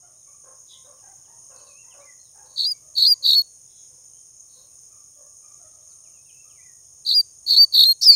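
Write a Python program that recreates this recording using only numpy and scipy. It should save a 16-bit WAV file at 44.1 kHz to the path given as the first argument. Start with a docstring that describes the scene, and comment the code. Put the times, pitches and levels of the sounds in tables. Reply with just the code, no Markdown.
"""A small caged songbird sings in open grassland, an arm's length from a phone.
From the start, a low rumble and a breeze lie under rasping insects, far dogs and birds in the bushes.
At about 2.5 s the songbird gives three calls, each a buzzy trill of quick notes ending in a whistle.
Three more follow from 7 s, and at 8 s a last call warbles and slides down. The notes come from its
voice box (the syrinx), and the cage tray adds a short echo."""
import sys
import numpy as np
from scipy import signal
from scipy.fft import rfft, irfft, next_fast_len
from scipy.io import wavfile
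from scipy.ndimage import uniform_filter1d, map_coordinates

SR = 44100
rng = np.random.default_rng(int(sys.argv[2]) if len(sys.argv) > 2 else 0)


def store_pcm(level_fs):
    """Save levels as 16-bit WAV."""
    pcm = np.round(np.clip(level_fs, -1, 1) * 32767).astype(np.int16)
    wavfile.write(sys.argv[1], SR, np.atleast_2d(pcm).T)


N = 359415

# The songbird's trills, each with a note held under the start of its whistle: (first note [s],
# last note [s], full level [dB], note end over note start [dB], note length [ms],
# held note's start pitch [Hz], its end pitch [Hz], its level [dB])
TRILLS = [(2.559, 2.64, -19, 6, 14.6, 4160, 3930, -20), (2.95, 3.049, -13, 5, 19.6, 4300, 4140, -12.5),
          (3.224, 3.336, -11.5, 5, 16.4, 4010, 4300, -23), (7.049, 7.127, -16, 3, 16.8, 3980, 4040, -31),
          (7.462, 7.544, -13.5, 5, 21.5, 3840, 4300, -7), (7.722, 7.839, -10.5, 6, 18.1, 3840, 3900, -24.5)]
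# The whistle after each trill, one list of points each: (time [s], pitch [Hz], level [dB])
WHISTLES = [
    [(2.648, 4600, -21), (2.656, 4690, -17), (2.676, 4840, -16), (2.702, 5040, -20.5), (2.724, 4770, -17.5),
     (2.735, 4750, -37)],
    [(3.059, 4630, -17), (3.069, 4710, -11), (3.093, 4930, -8.5), (3.125, 4740, -7.5), (3.135, 4794, -16.5),
     (3.142, 4370, -26.5)],
    [(3.349, 4340, -13.5), (3.361, 4415, -9.5), (3.397, 4372, -11), (3.411, 4290, -15), (3.421, 4440, -24)],
    [(7.135, 4200, -20), (7.143, 4780, -19), (7.153, 4930, -14), (7.181, 4775, -11), (7.205, 4713, -13.5),
     (7.214, 4550, -26)],
    [(7.562, 4330, -11), (7.572, 4430, -15.5), (7.602, 4607, -4), (7.638, 4620, -7), (7.646, 4490, -10.5),
     (7.653, 4540, -33)],
    [(7.85, 4060, -21), (7.852, 4140, -11.5), (7.91, 4288, -10.5), (7.922, 4150, -12.5), (7.932, 4500, -34)],
]
# How each call sounds as the head turns. 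A partial is a tone at a multiple of the pitch. (start [s],
# tray echo strength [0-1], pitch the echo weakens [Hz], second partial [dB], third partial [dB])
HEAD_POSES = [(2.5, 0.33, 3994, -25, -31), (2.9, 0.34, 4030, -29.5, -24.5), (3.2, 0.41, 4193, -30.5, -23),
              (7.0, 0.2, 4230, -26, -26), (7.4, 0.61, 3963, -29.5, -21.5), (7.7, 0.25, 4090, -30, -19),
              (7.98, 0.32, 3986, -33, -38)]


def undb(db):
    """Turn decibels into a factor to multiply by."""
    return 10 ** (np.asarray(db) / 20)


def level(x, db):
    """Scale a sound to an average (rms) level."""
    return x * undb(db) / np.sqrt(np.mean(x ** 2))


def band(x, hz, width, order=2):
    """Keep the frequencies around hz."""
    sos = signal.butter(order, [hz - width / 2, hz + width / 2], "band", fs=SR, output="sos")
    return signal.sosfilt(sos, x)


def hiss(hz, width, order=2):
    """Noise around hz."""
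    return band(rng.standard_normal(N), hz, width, order)


def wander(rate):
    """A smooth random curve, typically within -1 to 1, with `rate` new values a second."""
    hold = int(SR / rate)
    steps = np.repeat(rng.standard_normal(N // hold + 1), hold)
    return 1.317 * uniform_filter1d(uniform_filter1d(steps, hold), hold)[:N]


def add_note(out, s, hz, gain, partials):
    """Add a note at time s: pitch and gain per sample, partials as (multiple, level [dB])."""
    start = int(s * SR)
    phase = 2 * np.pi * (np.cumsum(hz) / SR + rng.random())
    tone = sum(undb(db) * np.sin(k * phase) * (k * hz < .45 * SR) for k, db in partials)
    out[start:start + len(tone)] += (np.sqrt(2) * gain * tone)[:N - start]


def glides(table, partials, wobble, edge, fade_db=0):
    """Notes that slide along a curved, unsteady pitch; a larger edge softens their ends."""
    out, drift = np.zeros(N), 1 + wobble * wander(60)
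    for s, length_s, start_hz, end_hz, bend_hz, db in table:
        u = np.linspace(0, 1, int(length_s * SR))  # progress through the note
        hz = (start_hz + (end_hz - start_hz) * u + bend_hz * np.sin(np.pi * u)) * drift[:len(u)]
        drift = np.roll(drift, -len(u))
        add_note(out, s, hz, undb(db + fade_db * u) * np.sin(np.pi * u) ** edge, partials)
    return out


def field_echoes(x, fade_s, low_hz, high_hz, delay_s=0):
    """Grass and bushes scatter a sound into echoes that fall 60 dB in fade_s."""
    t = np.arange(int(fade_s * SR)) / SR
    tail = band(rng.standard_normal(len(t)), (low_hz + high_hz) / 2, high_hz - low_hz, order=1)
    tail *= 1000 ** (-t / fade_s)
    tail /= np.sqrt(np.sum(tail ** 2))
    return signal.fftconvolve(x, np.pad(tail, (int(delay_s * SR), 0)))[:N]


def air():
    """Distant rumble and breeze in the grass; soft gusts bump the microphone."""
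    # The tone of the rumble and breeze: (frequency [Hz], relative level [dB])
    spectrum = [(30, -18), (70, -7.5), (140, -5), (200, -19.5), (500, -16), (1500, -31), (4500, -28.5),
                (10500, -31), (15700, -31)]
    hz, db = np.transpose(spectrum)
    size = next_fast_len(N)
    freqs = np.maximum(np.fft.rfftfreq(size, 1 / SR), 1)
    shape = undb(np.interp(np.log(freqs), np.log(hz), db))
    breeze = irfft(rfft(rng.standard_normal(size)) * shape, size)[:N]
    gusts = level(hiss(84.5, 68.8, order=3), -83) * undb(4.01 * wander(6))
    slack_start_db = -6 * np.exp(-np.arange(N) / SR / .3)
    return level(breeze, -66) * undb(wander(3.3) + slack_start_db) + gusts


def insects():
    """Countless wing clicks ring in narrow bands and throb a little."""
    # Bands of the chorus: (centre [Hz], width [Hz], level [dB], throb rate [Hz], throb depth [0-1])
    chorus = [(5457, 640, -63.5, 31.2, 0.15), (6543, 640, -50, 52, 0.25), (8996, 1210, -56, 190, .05),
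              (12770, 2200, -75, 31, 0)]
    t, out = np.arange(N) / SR, np.zeros(N)
    for hz, width, db, throb_hz, depth in chorus:
        clicks = rng.standard_normal(N) * undb(2.4 * rng.standard_exponential(N))
        throb = 1 + depth * np.sin(2 * np.pi * throb_hz * t + .9 * wander(14))
        out += level(band(clicks, hz, width, order=3), db) * throb * undb(wander(14))
    return out * np.interp(t, [0, .8], [undb(-3), 1])


def katydid(stroke_hz=26.8):
    """One nearby bush cricket rasps on and off with quick strokes of its wings."""
    # Spells of rasping: (start [s], end [s], level [dB])
    spells = [(.55, 1.197, -77.5), (1.85, 2.6, -75), (4.45, 5.398, -74), (6.088, 7, -76.5)]
    t = np.arange(N) / SR
    gain = sum(undb(db) * (t > start) * (t < end) for start, end, db in spells)
    strokes = np.exp(-(stroke_hz * t % 1) / .15)
    wings = hiss(11700, 1300) + hiss(14900, 2000)
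    return uniform_filter1d(gain, size=2000) * level(strokes * wings, 0)


def dogs(bark_s=.12, pitch_sag=.97):
    """Hoarse far barks: vocal folds shake unevenly, and breath fills the gaps between partials."""
    # Single barks: (time [s], strongest partial [Hz], relative level [dB])
    barks = [(0.015, 678.5, -76.5), (0.259, 1190, -76.5), (0.439, 556, -70), (.71, 1050, -80),
             (0.84, 559, -72), (1.022, 814, -73.5), (1.246, 959, -78.5), (1.495, 537.4, -69.5),
             (1.6, 579, -73.5), (1.831, 1017, -74), (1.93, 560.5, -68.5), (2.34, 878, -72),
             (2.42, 550, -76), (2.82, 608, -81.5), (3.051, 1042, -79.5), (3.2, 561, -74.5),
             (3.899, 494, -82), (4.549, 520, -81.5), (4.906, 1244, -81), (5.161, 572, -75.5),
             (5.424, 1204, -78.5), (5.59, 645, -77), (5.72, 628, -79.5), (5.86, 1214, -83),
             (6.03, 620, -83.5), (6.435, 1233, -80.5)]
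    notes = [(s, bark_s, hz, pitch_sag * hz, 0, db) for s, hz, db in barks]
    tone = glides(notes, [(.5, -6), (1, 5), (2, 0), (3, -10)], wobble=.04, edge=.33, fade_db=-8)
    uneven = 1 + .75 * wander(250)
    loudness = uniform_filter1d(np.abs(tone), size=400)
    breath = loudness ** 2 / loudness.max() * level(hiss(1000, 1000), 0)  # mostly in the nearest barks
    pack = level(hiss(649, 160.04) + hiss(1114, 180.05), -80)  # more dogs, too far to tell apart
    voices = band(tone * uneven + breath, 1200, 1700)
    return undb(4) * voices + field_echoes(voices, .45, 300, 2500) + pack * undb(4 * wander(6))


def bush_whistles():
    """Other birds give thin single notes and faint chirps; one sings a phrase twice."""
    # Single notes: (time [s], length [s], start pitch [Hz], end pitch [Hz], bend in the middle [Hz],
    # relative level [dB]); all pitches are lowered 3% below
    singles = [(.145, .11, 3630, 3530, 402.5, -84.5), (.845, 0.018, 4170, 3770, -1, -69),
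               (.975, .035, 3330, 2500, 5.5, -84), (1.03, .097, 1930, 2130, -1.5, -74),
               (1.24, 0.029, 3670, 2800, -38, -77), (1.6, 0.01115, 3280, 2780, 0, -71),
               (1.99, 0.03, 4400, 3640, 0, -75), (2.025, .035, 3750, 4700, 200, -78),
               (2.17, .115, 4130, 3665, 425.5, -71.5), (2.64, 0.1258, 2284, 2310, 5, -71.5),
               (4.12, 0.1317, 2980, 3140, 148.5, -81), (5.705, 0.0335, 2960, 4400, 305, -77),
               (5.815, 0.033, 3180, 4240, 302, -79), (5.878, 0.0512, 5700, 3680, 2, -66),
               (6.04, 0.0496, 3310, 2280, -100, -76.5), (6.29, 0.026, 3470, 2600, 3, -71),
               (6.55, 0.0858, 2500, 2060, -150, -68.5)]
    # The phrase: same columns, timed from its own start
    phrase = [(0, 0.0298, 3320, 2510, 0, -76), (0.038, .085, 2800, 2665, -80, -71.5),
              (0.162, .085, 2870, 2470, -83, -69.5), (0.226, .13, 2550, 2515, 263, -65),
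              (0.399, .045, 3450, 2450, -100, -67), (.49, .06, 2170, 2536, 69, -65),
              (0.544, 0.097, 2170, 1927, -23, -63.5)]
    # Each time it is sung: (time [s], level change [dB])
    repeats = [(1.504, -1.5), (6.094, -4.5)]
    phrases = [(at_s + s, *shape, db + at_db) for at_s, at_db in repeats for s, *shape, db in phrase]
    chirps = [(when * N / SR, .02 + .08 * length, 2000 + 2500 * pitch, 2000 + 1250 * (pitch + bend),
               300 * bend, -95 + 8 * loud) for when, length, pitch, bend, loud in rng.random((45, 5))]
    return glides(singles + phrases + chirps, [(.97, .0081)], wobble=.019, edge=.5)


def bush_birds(warble_hz=132):
    """Whistles and buzzes (fast pitch wobble plus hiss) from the bushes, blurred by distance."""
    # Buzzy calls: (time [s], length [s], start pitch [Hz], end pitch [Hz], width [Hz],
    # relative level [dB])
    buzzes = [(0.669, 0.1, 4100, 3150, 504, -60.5), (.66, 0.084, 5300, 5000, 600, -67),
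              (1.54, 0.18, 4390, 4210, 704, -69.5), (2.449, 0.21, 4220, 4240, 605, -66.5),
              (3.675, 0.19, 3810, 3610, 690, -73), (4.483, 0.18, 4220, 4010, 595, -70.5)]
    calls, t = bush_whistles(), np.arange(N) / SR
    waver, patchy, noise = 1.43 * wander(60), undb(3.4 * wander(170)), rng.standard_normal(N)
    for s, length_s, start_hz, end_hz, width, db in buzzes:
        u = np.clip((t - s) / length_s, 0, 1)
        hz = start_hz + (end_hz - start_hz) * u + width / 2 * np.sin(2 * np.pi * warble_hz * t + waver)
        tone = np.sin(2 * np.pi * np.cumsum(hz) / SR)
        breath = level(band(noise, (start_hz + end_hz) / 2, .95 * width), -8)
        calls += np.sin(np.pi * u) ** .46 * level(tone + breath, db) * patchy
    calls *= undb(2.1 * wander(50))
    return undb(-2) * (undb(5) * calls + field_echoes(calls, .33, 1670, 7100))


def head_partials(s):
    """Levels [dB] of the second and third partials for the head's pose at time s."""
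    return [pose[-2:] for pose in HEAD_POSES if pose[0] < s][-1]


def second_voice(held_s=.024):
    """The voice box has two sides: one adds short notes while the other whistles."""
    # A low note joining the end of the last call: (time [s], length [s], start pitch [Hz],
    # end pitch [Hz], bend [Hz], relative level [dB])
    low_note = [(8.11, 0.059, 2392, 2387, 0, -19.5)]
    held = [(points[0][0], held_s, start_hz, end_hz, 0, db)
            for points, (*_, start_hz, end_hz, db) in zip(WHISTLES, TRILLS)]
    blips = [(8.033 + k * .0098, .006, 4300, 3630, 0, -26) for k in range(3)]  # below the warble
    notes = glides(held + blips, [(1, 0)], wobble=.003, edge=1)
    return notes + glides(low_note, [(1, -20), (2, 7), (3, -17.5)], wobble=.003, edge=.84)


def trill_notes(spacing_s=.014, jitter_s=.0005, scatter_db=1.5):
    """Time the notes of each trill, which starts softly and swells to full level."""
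    for first_s, last_s, full_db, rise_db, note_ms, *_ in TRILLS:
        times = np.linspace(first_s, last_s, round((last_s - first_s) / spacing_s) + 1)
        for s in times:
            into_s = s - first_s
            start_db = full_db - 17.5 * np.exp(-into_s / .014)
            end_db = start_db + rise_db - 1.5 * np.exp(-into_s / .022)  # note ends swell later
            end_db -= 8.5 * (s == times[-1])  # the last note ends weakly
            shift_s, start_nudge, end_nudge = rng.standard_normal(3) * [jitter_s, scatter_db, scatter_db]
            yield s + shift_s, into_s, note_ms / 1000, start_db + start_nudge, end_db + end_nudge


def trills(end_hz=3520):
    """Nearly pure notes flick up and fall, following each other so fast that they buzz."""
    out, tremble_hz = np.zeros(N), 80 * wander(500)
    for s, into_s, length_s, start_db, end_db in trill_notes():
        u = np.linspace(0, 1, int(length_s * SR))
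        top_hz = 4480 + 250 * into_s / .017 * np.exp(1 - into_s / .01474)  # notes 2 and 3 start highest
        hz = top_hz + (end_hz - top_hz) * u ** 2 - 350 * np.exp(-u / .0788)
        hz += tremble_hz[int(s * SR):][:len(u)]
        ramps = np.minimum(np.minimum(u / .19, (1 - u) / .27), 1)
        gain = undb(np.interp(u, [.35, .75], [start_db, end_db])) * np.sin(np.pi / 2 * ramps) ** 2
        second_db, third_db = head_partials(s)
        add_note(out, s, hz, gain, [(1, -.5), (2, second_db - 3.5), (3, third_db - 3.5)])
    return out


def throat_rasp():
    """Where two notes compete in the voice box, the air swirls and makes a high rasp."""
    swirl = hiss(12800, 5600) + 2 * hiss(5900, 3400, order=3)
    return level(swirl, -31) * undb(6 * wander(250))


def whistles(rasp, warble_hz=133, warble_depth_hz=864, warble_start_s=8.018, warble_fade_s=.034):
    """A breathy whistle ends each trill; the last call is a slide that starts with a fast warble."""
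    # The long falling slide: (time [s], pitch [Hz], level [dB])
    slide = [(8.011, 4430, -27), (8.024, 5000, -19.5), (8.034, 5280, -12.5), (8.055, 5230, -14.5),
             (8.072, 5040, -3), (8.088, 4750, -4), (8.098, 4610, -3), (8.11, 4610, -4.5),
             (8.113, 4530, -10.5), (8.15, 4200, -15)]
    out, flutter = np.zeros(N), undb(.93 * wander(140))
    for points in [*WHISTLES, slide]:
        times, *columns = np.transpose(points)
        s = times[0]
        t = np.arange(s, times[-1], 1 / SR)
        here = slice(int(s * SR), int(s * SR) + len(t))
        hz, db = (uniform_filter1d(np.interp(t, times, column), size=350) for column in columns)
        if points is slide:
            age = np.maximum(t - warble_start_s, 0)
            fade = np.exp(-(age / warble_fade_s) ** 2)
            hz += warble_depth_hz * fade * np.sin(2 * np.pi * warble_hz * age)
            out[here] += 4 * fade * undb(db) * rasp[here]  # the warble rasps too
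        ramps = np.clip(np.minimum(t - s, t[-1] - t) / .0021, 0, 1)
        gain = undb(db) * ramps * flutter[here]
        out[here] += gain * rasp[here] / 2  # a little breath
        add_note(out, s, hz, gain, [(1, 0)])
        beak_open = np.minimum((t - s) / .02473, 1)  # higher partials grow as the beak opens
        second_db, third_db = head_partials(s)
        add_note(out, s, hz, gain * flutter[:len(t)] ** 3 * beak_open, [(2, second_db), (3, third_db)])
    return out


def tray_echo(voice, delay_cycles=4.5):
    """The cage tray's echo returns half a cycle out of step at one pitch, and so weakens it."""
    starts, strength, weak_hz, *_ = np.transpose(HEAD_POSES)
    samples = np.arange(N)
    call = np.maximum(np.searchsorted(starts, samples / SR) - 1, 0)
    echo = map_coordinates(voice, [samples - delay_cycles * SR / weak_hz[call]], order=3)
    return (voice + strength[call] * echo) / (1 + strength[call])


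def songbird():
    """The caged bird's trills and whistles, echoed by the tray and faintly by the nearest bushes."""
    buzz = (second_voice() + trills()) * undb(1.3 * wander(600))
    rasp = throat_rasp()
    voice = buzz + uniform_filter1d(np.abs(buzz), size=120) * rasp + whistles(rasp)
    mixed_tones = undb(-23) * voice ** 2 - undb(-17) * voice ** 3  # notes mix in the voice box
    near = tray_echo(voice + band(mixed_tones, 10800, 9600, order=3))
    return near + undb(-42) * field_echoes(near, .36, 3400, 9000, delay_s=.012)


def scene():
    """All the sounds meet at one microphone."""
    return (songbird() + dogs() + bush_birds() + insects() + katydid() + air())[None]


def record(dry, top_hz=15770):
    """The phone cuts off the highest treble."""
    return signal.sosfilt(signal.ellip(14, .3, 60, top_hz, fs=SR, output="sos"), dry)


dry = scene()
out = record(dry)
store_pcm(out)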